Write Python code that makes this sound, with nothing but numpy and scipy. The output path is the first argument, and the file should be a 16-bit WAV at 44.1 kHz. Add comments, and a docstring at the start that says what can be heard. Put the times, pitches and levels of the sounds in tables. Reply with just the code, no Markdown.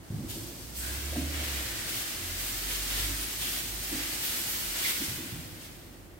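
"""A large, bare hall, heard through a pair of microphones as a steam cleaner works over a car bonnet.
In front, the turbulent jet hisses, roars where it strikes the panel and whistles briefly on edges;
the trigger is let go and the hiss dies away in the hall. Further off, a motor drones low, its speed
rising and sinking, and dull blows on a panel boom through the building. Air handling hums behind it all."""
import sys
import numpy as np
from scipy import signal
from scipy.fft import rfft, irfft, next_fast_len
from scipy.io import wavfile

SR = 44100
rng = np.random.default_rng(int(sys.argv[2]) if len(sys.argv) > 2 else 0)


def bounce(signal):
    """Save signal as a 16-bit WAV file at the path given by the first command-line argument."""
    frames = np.transpose(np.atleast_2d(signal))
    limited = np.clip(frames, -1, 1)
    pcm = np.round(limited * 32767).astype(np.int16)
    wavfile.write(sys.argv[1], SR, pcm)


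N = 273199
TIME = np.arange(N) / SR

# The jet in front of the microphones: its own hiss, its head-on roar and its grazing sizzle.
# Each row: frequency in Hz, relative spectral density in dB.
JET_SPECTRUM = [(900, -28), (2000, -9), (3200, -4), (4500, 1), (6000, -0.5), (7400, -0.5), (8700, 1.5),
                (9800, -5.5), (12000, -3), (16000, -12)]
ROAR_SPECTRUM = [(150, -10.5), (250, 1), (350, -3.5), (470, -9.5), (650, -6), (950, -7.5), (1300, -4),
                 (1600, -1), (2050, 0.5), (2500, -1), (3100, -0.5), (4200, -6), (7000, -21)]
SIZZLE_SPECTRUM = [(7000, -35), (9300, 2), (10200, -1.5), (11800, 3), (13500, 4), (16000, 4)]
# Steam flow while the trigger is held.
# Each row: time in seconds, level in dB, brightness in dB (plus is more sizzle, minus more roar).
STEAM_FLOW = [(0, -61, -1.8), (.14, -53.5, 1), (.27, -51, 1.7), (.33, -48, 3), (.73, -47.5, 2.2),
              (.82, -40, 0.61), (1.27, -41.5, -1.1), (1.55, -38, 0.61), (1.84, -39, -1.68),
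              (2.25, -39, -0.0073), (3.05, -35.5, 1.44), (3.32, -38.5, 1.1), (3.75, -40, 1.03),
              (4.25, -35.5, 1.1), (5.0, -37, 1.76)]
# Surges as the valve spits or the nozzle sweeps close over the bonnet.
# Each row: start in seconds, length in seconds, level in dB, brightness in dB, edge rush in dB.
STEAM_SURGES = [(0.274, 0.027, -39, 6, -47), (0.743, 0.049, -45.5, 12.5, -68), (1.313, 0.3, -46, -8, -56),
                (1.86, 0.16, -39.5, 4, -46.5), (2.367, 0.18, -41.5, 5, -54), (2.662, 0.1, -38.5, 1, -44),
                (2.88, .17, -40, -.5, -42), (3.177, .06, -45, 5, -47), (3.383, 0.11, -38, 2, -40.5),
                (3.479, 0.12, -38.5, 4, -48), (3.794, 0.12, -45, 7, -69), (3.904, 0.17, -46, -7, -54),
                (4.21, 0.087, -40.5, 10, -42), (4.463, 0.052, -50, 20, -56), (4.73, .09, -37.5, -0.5, -45),
                (4.808, 0.099, -33.5, 3, -38.5), (5.58, 0.079, -50.5, 0.5, -59)]
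ROAR_DB, SIZZLE_DB = -3, -2.2   # relative to the jet, at brightness 0
ON_PANEL_S, FREE_JET_DB = 0.834, -3   # until the jet meets the panel it roars and sizzles less
SHUT_S, DIE_DB_PER_S = 5.06, 21.5   # the trigger is let go and the hiss dies away in the hall
DIRECT_DB, CLOSE_S = 3.5, 0.11   # jet and sizzle first lose their direct sound as the valve closes
SURGE_ATTACK_S, SURGE_RELEASE_S = 0.035, 0.039
SURGE_ECHO_DB, WHISTLE_ECHO_DB, ECHO_S = -4, -5, 0.18   # surges and whistles linger in the hall

def steam(flutter_db, own_flutter_db):
    """Turbulent jet, roar, sizzle and edge rush flutter together; the first three also on their own."""
    flow_db, flow_bright_db = in_time(STEAM_FLOW)
    shut_for = np.maximum(TIME - SHUT_S, 0)
    direct_db = DIRECT_DB * (np.exp(-shut_for / CLOSE_S) - 1)
    flow_gains = jet_shares(flow_db - DIE_DB_PER_S * shut_for, flow_bright_db)
    power = (flow_gains * from_db(np.outer([1, 0, 1], direct_db))) ** 2   # rows: jet, roar, sizzle
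    rush_power = 0
    for start, length, db, bright_db, rush_db in STEAM_SURGES:
        swell = surge(start, length) ** 2
        power = power + jet_shares(db, bright_db)[:, None] ** 2 * swell
        rush_power = rush_power + from_db(rush_db) ** 2 * swell
    free_db = FREE_JET_DB * np.clip((ON_PANEL_S - TIME) / SURGE_ATTACK_S, 0, 1)
    gains = np.sqrt(power) * from_db(np.outer([0, 1, 1], free_db))
    out = np.sqrt(rush_power) * ringing_noise((2, N), hz=3200, width_hz=1400)   # rush over an edge
    for gain, spectrum in zip(gains, (JET_SPECTRUM, ROAR_SPECTRUM, SIZZLE_SPECTRUM)):
        own_db = own_flutter_db * np.array([drift(14), drift(14)])
        out = out + gain * from_db(own_db) * diffuse_noise(spectrum)
    return out * from_db(flutter_db * drift(19))


def jet_shares(db, bright_db):
    """Gains of jet, roar and sizzle: a grazing jet trades roar for sizzle."""
    return from_db([db, db + ROAR_DB - bright_db, db + SIZZLE_DB + bright_db])


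def surge(start, length):
    """Envelope of one surge: attack, hold and quick release, then its echo in the hall."""
    attack = np.clip((TIME - start) / SURGE_ATTACK_S, 0, 1)
    over_for = np.maximum(TIME - start - length, 0)
    release = np.exp(-over_for / SURGE_RELEASE_S)
    echo = from_db(SURGE_ECHO_DB) * np.exp(-over_for / ECHO_S)
    return attack * np.maximum(release, echo)


# The jet singing in gaps of the bonnet, in front of the microphones.
# Each row: start in seconds, length in seconds, pitch in Hz, level in dB.
GAP_WHISTLES = [(.28, .074, 7240, -58), (.285, .08, 3200, -53), (.756, .2, 8160, -44),
                (0.8, 0.27, 1540, -48), (1.35, .22, 2120, -49.5), (1.61, 0.24, 1870, -46.5),
                (3.2, 0.073, 10060, -41), (3.915, 0.24, 1910, -51), (4.372, 0.068, 12100, -39),
                (4.834, 0.12, 2124, -35)]

def whistles(q):
    """Turbulence rings in a gap as the jet crosses it: a quick swell, a slower fade and an echo."""
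    out = np.zeros((2, N))
    for start, length, hz, db in GAP_WHISTLES:
        since = np.maximum(TIME - start, 0)
        age = since / (length / 4)   # 1 at the peak
        swell = age * np.exp(1 - age)
        echo = from_db(WHISTLE_ECHO_DB) * np.minimum(age, 1) * np.exp(-since / ECHO_S)
        out += from_db(db) * np.maximum(swell, echo) * ringing_noise((2, N), hz, hz / q)
    return out


def bonnet_echo(hiss, delay_s, sway, echo_db):
    """The bonnet mirrors the hiss; the nozzle moves, so a faint ripple slides through the treble."""
    delays = delay_s * np.exp(sway * np.array([drift(0.658), drift(0.68)]))
    mirrored = np.array([np.interp(TIME - delay, TIME, side) for delay, side in zip(delays, hiss)])
    return hiss + from_db(echo_db) * mirrored


# Dull blows further off in the building.
# Each row: start in seconds, relative level in dB, pitch in Hz around which the panel is excited.
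BLOWS = [(.102, -25.5, 140), (.139, -32.5, 125), (.18, -30, 190), (.225, -33.5, 257), (.355, -37.5, 316),
         (1.121, -36.5, 470), (1.152, -32, 556), (1.16, -28.5, 237), (1.192, -38, 199), (3.091, -39.5, 266),
         (3.916, -35, 320), (3.942, -33.5, 258), (4.262, -59, 252.3), (5, -32.5, 217), (5.083, -35, 130),
         (5.119, -38, 150), (5.181, -39, 276), (5.236, -44, 280), (5.322, -31, 100.5), (5.346, -34, 151)]
# Modes of the booming panel. Each row: frequency in Hz, relative level in dB, ring time in seconds.
PANEL_MODES = [(110.6, -2.5, 0.14), (137, -2, 0.065), (162.8, -3, 0.064), (201.5, -4.5, 0.052),
               (245.4, -1.5, 0.082), (275.6, -2.5, 0.12), (321.3, -4, 0.13), (518, -6, .04),
               (622, -8, 0.047), (694.7, -5.5, 0.057)]

def thuds(contact_s, spread_octaves, rattle_db, dull_hz):
    """Each soft blow rings the panel's modes near its pitch, with a little rattle around each."""
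    out, t = np.zeros(N + SR), TIME[:SR // 2]
    for start, db, centre_hz in BLOWS:
        at = round(start * SR)
        for hz, mode_db, t60 in PANEL_MODES:
            reach = np.exp(-.5 * (np.log2(hz / centre_hz) / spread_octaves) ** 2)
            swell = (1 - np.exp(-t / contact_s)) ** 2 * from_db(-60 * t / t60)
            ring = np.sin(2 * np.pi * hz * t) + from_db(rattle_db) * ringing_noise(len(t), hz, hz / 2)
            out[at:at + len(t)] += from_db(db + mode_db) * reach * swell / swell.max() * ring
    return signal.sosfilt(signal.butter(2, dull_hz, fs=SR, output="sos"), out[:N])


# The motor, further off than the jet. Each row: time in seconds, firing rate in Hz, level in dB.
MOTOR_RUN = [(0, 47.6, -64), (.25, 51.7, -46.5), (.73, 60.5, -47), (.81, 64, -38.5), (1.2, 74.9, -33),
             (1.42, 73.2, -37), (1.6, 66.2, -35), (1.78, 55.2, -50.5), (2.18, 43.6, -55), (2.33, 44, -43.5),
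             (2.8, 47.74, -38), (3.12, 50.1, -34), (3.3, 51.8, -46), (3.95, 50.7, -42), (4.3, 49.7, -59),
             (4.75, 45.96, -47), (4.98, 46.27, -66), (6.19, 46, -53)]
# Standing waves of the hall, as they reach the microphones.
# Each row: frequency in Hz, width in Hz, peak in dB relative to the motor's first order.
HALL_WAVES = [(85.96, 4.9, 5), (99.8, 3.2, -9), (109.8, 1.6, 7)]

def motor(rough_db, second_order_db):
    """The motor's two lowest orders, unsteady; the second swells as it glides through a standing wave."""
    hz, db = in_time(MOTOR_RUN)
    phase = 2 * np.pi * np.cumsum(hz) / SR
    second_gain = from_db(second_order_db)
    for wave_hz, width_hz, peak_db in HALL_WAVES:
        second_gain = second_gain + from_db(peak_db) * np.exp(-2 * ((2 * hz - wave_hz) / width_hz) ** 2)
    first = from_db(rough_db * drift(12)) * np.sin(phase)
    second = second_gain * from_db(rough_db * drift(10)) * np.sin(2 * phase)
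    return from_db(db) * (first + second)


# The bare hall's decay. Each row: frequency in Hz, reverberation time in seconds.
HALL_DECAY = [(80, 1.64), (300, 1.3), (1000, 4.4), (4000, 5.2)]

def hall_reverb(x, build_s):
    """The hall answers with a diffuse tail that builds up and dies away, octave by octave."""
    noise = diffuse_noise([(20, 0), (20000, 0)])[:, :2 * SR]
    t, tail = TIME[:2 * SR], 0
    for hz in 80 * 2 ** np.arange(6):
        band = signal.butter(2, [hz / np.sqrt(2), hz * np.sqrt(2)], "band", fs=SR, output="sos")
        tail = tail + signal.sosfilt(band, noise) * from_db(-60 * t / at_hz(HALL_DECAY, hz))
    tail = tail * (1 - np.exp(-t / build_s))
    tail = tail / np.sqrt(np.sum(tail ** 2) / 2)   # unit energy per side
    return signal.fftconvolve(x[None], tail, axes=1)[:, :N]


# The hum all around the microphones. Each row: frequency in Hz, relative spectral density in dB.
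HUM_SPECTRUM = [(25, -23), (45, 1.5), (72, 1.5), (105, 5.5), (150, -1.5), (190, -2), (250, -2.5), (345, 1),
                (430, -9.5), (600, -8.5), (1000, -14.5), (2000, -18), (5000, -33), (16000, -29)]
# Its slow rise and fall. Each row: time in seconds, level in dB.
HUM_LEVEL = [(0, -49), (.3, -44.5), (.65, -47.5), (.9, -45), (2, -47.5), (3.5, -47), (5.3, -48), (5.7, -49),
             (6.19, -50.5)]

def hall_hum():
    """Air handling and far machinery fill the hall with low, diffuse noise."""
    db, = in_time(HUM_LEVEL)
    return from_db(db) * diffuse_noise(HUM_SPECTRUM)


# How alike the hall sounds at the two microphones. Each row: frequency in Hz, likeness from 0 to 1.
MIC_LIKENESS = [(50, 0.77), (130, 0.78), (300, 0.64), (600, 0.39), (1100, 0.091), (2500, 0.054), (6000, 0),
                (16000, 0)]

def diffuse_noise(spectrum):
    """Coloured stereo noise of rms 1, alike on both sides only in the bass."""
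    size = next_fast_len(N, real=True)
    hz = np.arange(size // 2 + 1) * SR / size
    mid, side = rfft(rng.standard_normal((2, size))) * from_db(at_hz(spectrum, hz))
    alike = at_hz(MIC_LIKENESS, hz)
    left_right = np.sqrt(1 + alike) * mid + np.sqrt(1 - alike) * side * [[1], [-1]]
    return rms_one(irfft(left_right, size)[:, :N])


def ringing_noise(size, hz, width_hz):
    """Noise passed twice through a two-pole resonance; rms 1."""
    r = np.exp(-np.pi * width_hz / SR)
    b = np.array([1, 0, -1]) * (1 - r * r) / 2
    a = [1, -2 * r * np.cos(2 * np.pi * hz / SR), r * r]
    once = signal.lfilter(b, a, rng.standard_normal(size))
    return rms_one(signal.lfilter(b, a, once))


def drift(rate):
    """A slow random wander of rms 1, changing about `rate` times a second."""
    r = np.exp(-200 * np.pi * rate / SR)
    steps = rng.standard_normal(N // 100 + 1002)   # one every 100 samples, plus 1000 to settle
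    slow = signal.lfilter([1], [1, -2 * r, r * r], steps)[1000:]
    return np.interp(np.arange(N) / 100, np.arange(len(slow)), rms_one(slow))


def from_db(db):
    """Decibels to gain."""
    return 10 ** (np.asarray(db) / 20)


def rms_one(x):
    """Scale to rms 1."""
    return x / np.sqrt(np.mean(x ** 2) + 1e-20)


def in_time(rows):
    """Each column of a curve at every sample."""
    times, *columns = np.transpose(rows)
    return [np.interp(TIME, times, column) for column in columns]


def at_hz(points, hz):
    """Read a table on a log-frequency axis."""
    point_hz, values = np.transpose(points)
    return np.interp(np.log(np.maximum(hz, 1)), np.log(point_hz), values)


def scene():
    """Steam in front of the microphones, thuds and drone further off, over the hum of the hall."""
    jet = steam(flutter_db=0.38, own_flutter_db=0.43) + whistles(q=5.5)
    hiss = bonnet_echo(jet, delay_s=0.0025, sway=0.1597, echo_db=-12.5)
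    blows = thuds(contact_s=0.0068, spread_octaves=0.48, rattle_db=-8, dull_hz=930)
    boom = from_db(-0.5) * blows + from_db(-2.5) * hall_reverb(blows, build_s=0.0033)
    drone = motor(rough_db=1.5, second_order_db=-23)
    return hiss + boom + drone + hall_hum()


# The two microphones are coloured differently. Each row: frequency in Hz, left minus right in dB.
MIC_BALANCE = [(60, -3), (170, 0), (330, -2), (1000, 0), (2800, 0.3), (4200, 0.5), (6400, -3), (9800, 1.4),
               (15000, -0.8)]
CUTOFF_HZ = 15850

def record(dry):
    """Each microphone adds its colour; the top is cut steeply."""
    size = next_fast_len(N + SR, real=True)
    tilt_db = at_hz(MIC_BALANCE, np.arange(size // 2 + 1) * SR / size) / 2
    heard = irfft(rfft(dry, size) * from_db([tilt_db, -tilt_db]), size)[:, :N]
    return signal.sosfilt(signal.ellip(12, .1, 80, CUTOFF_HZ, fs=SR, output="sos"), heard)


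dry = scene()
out = record(dry)
bounce(out)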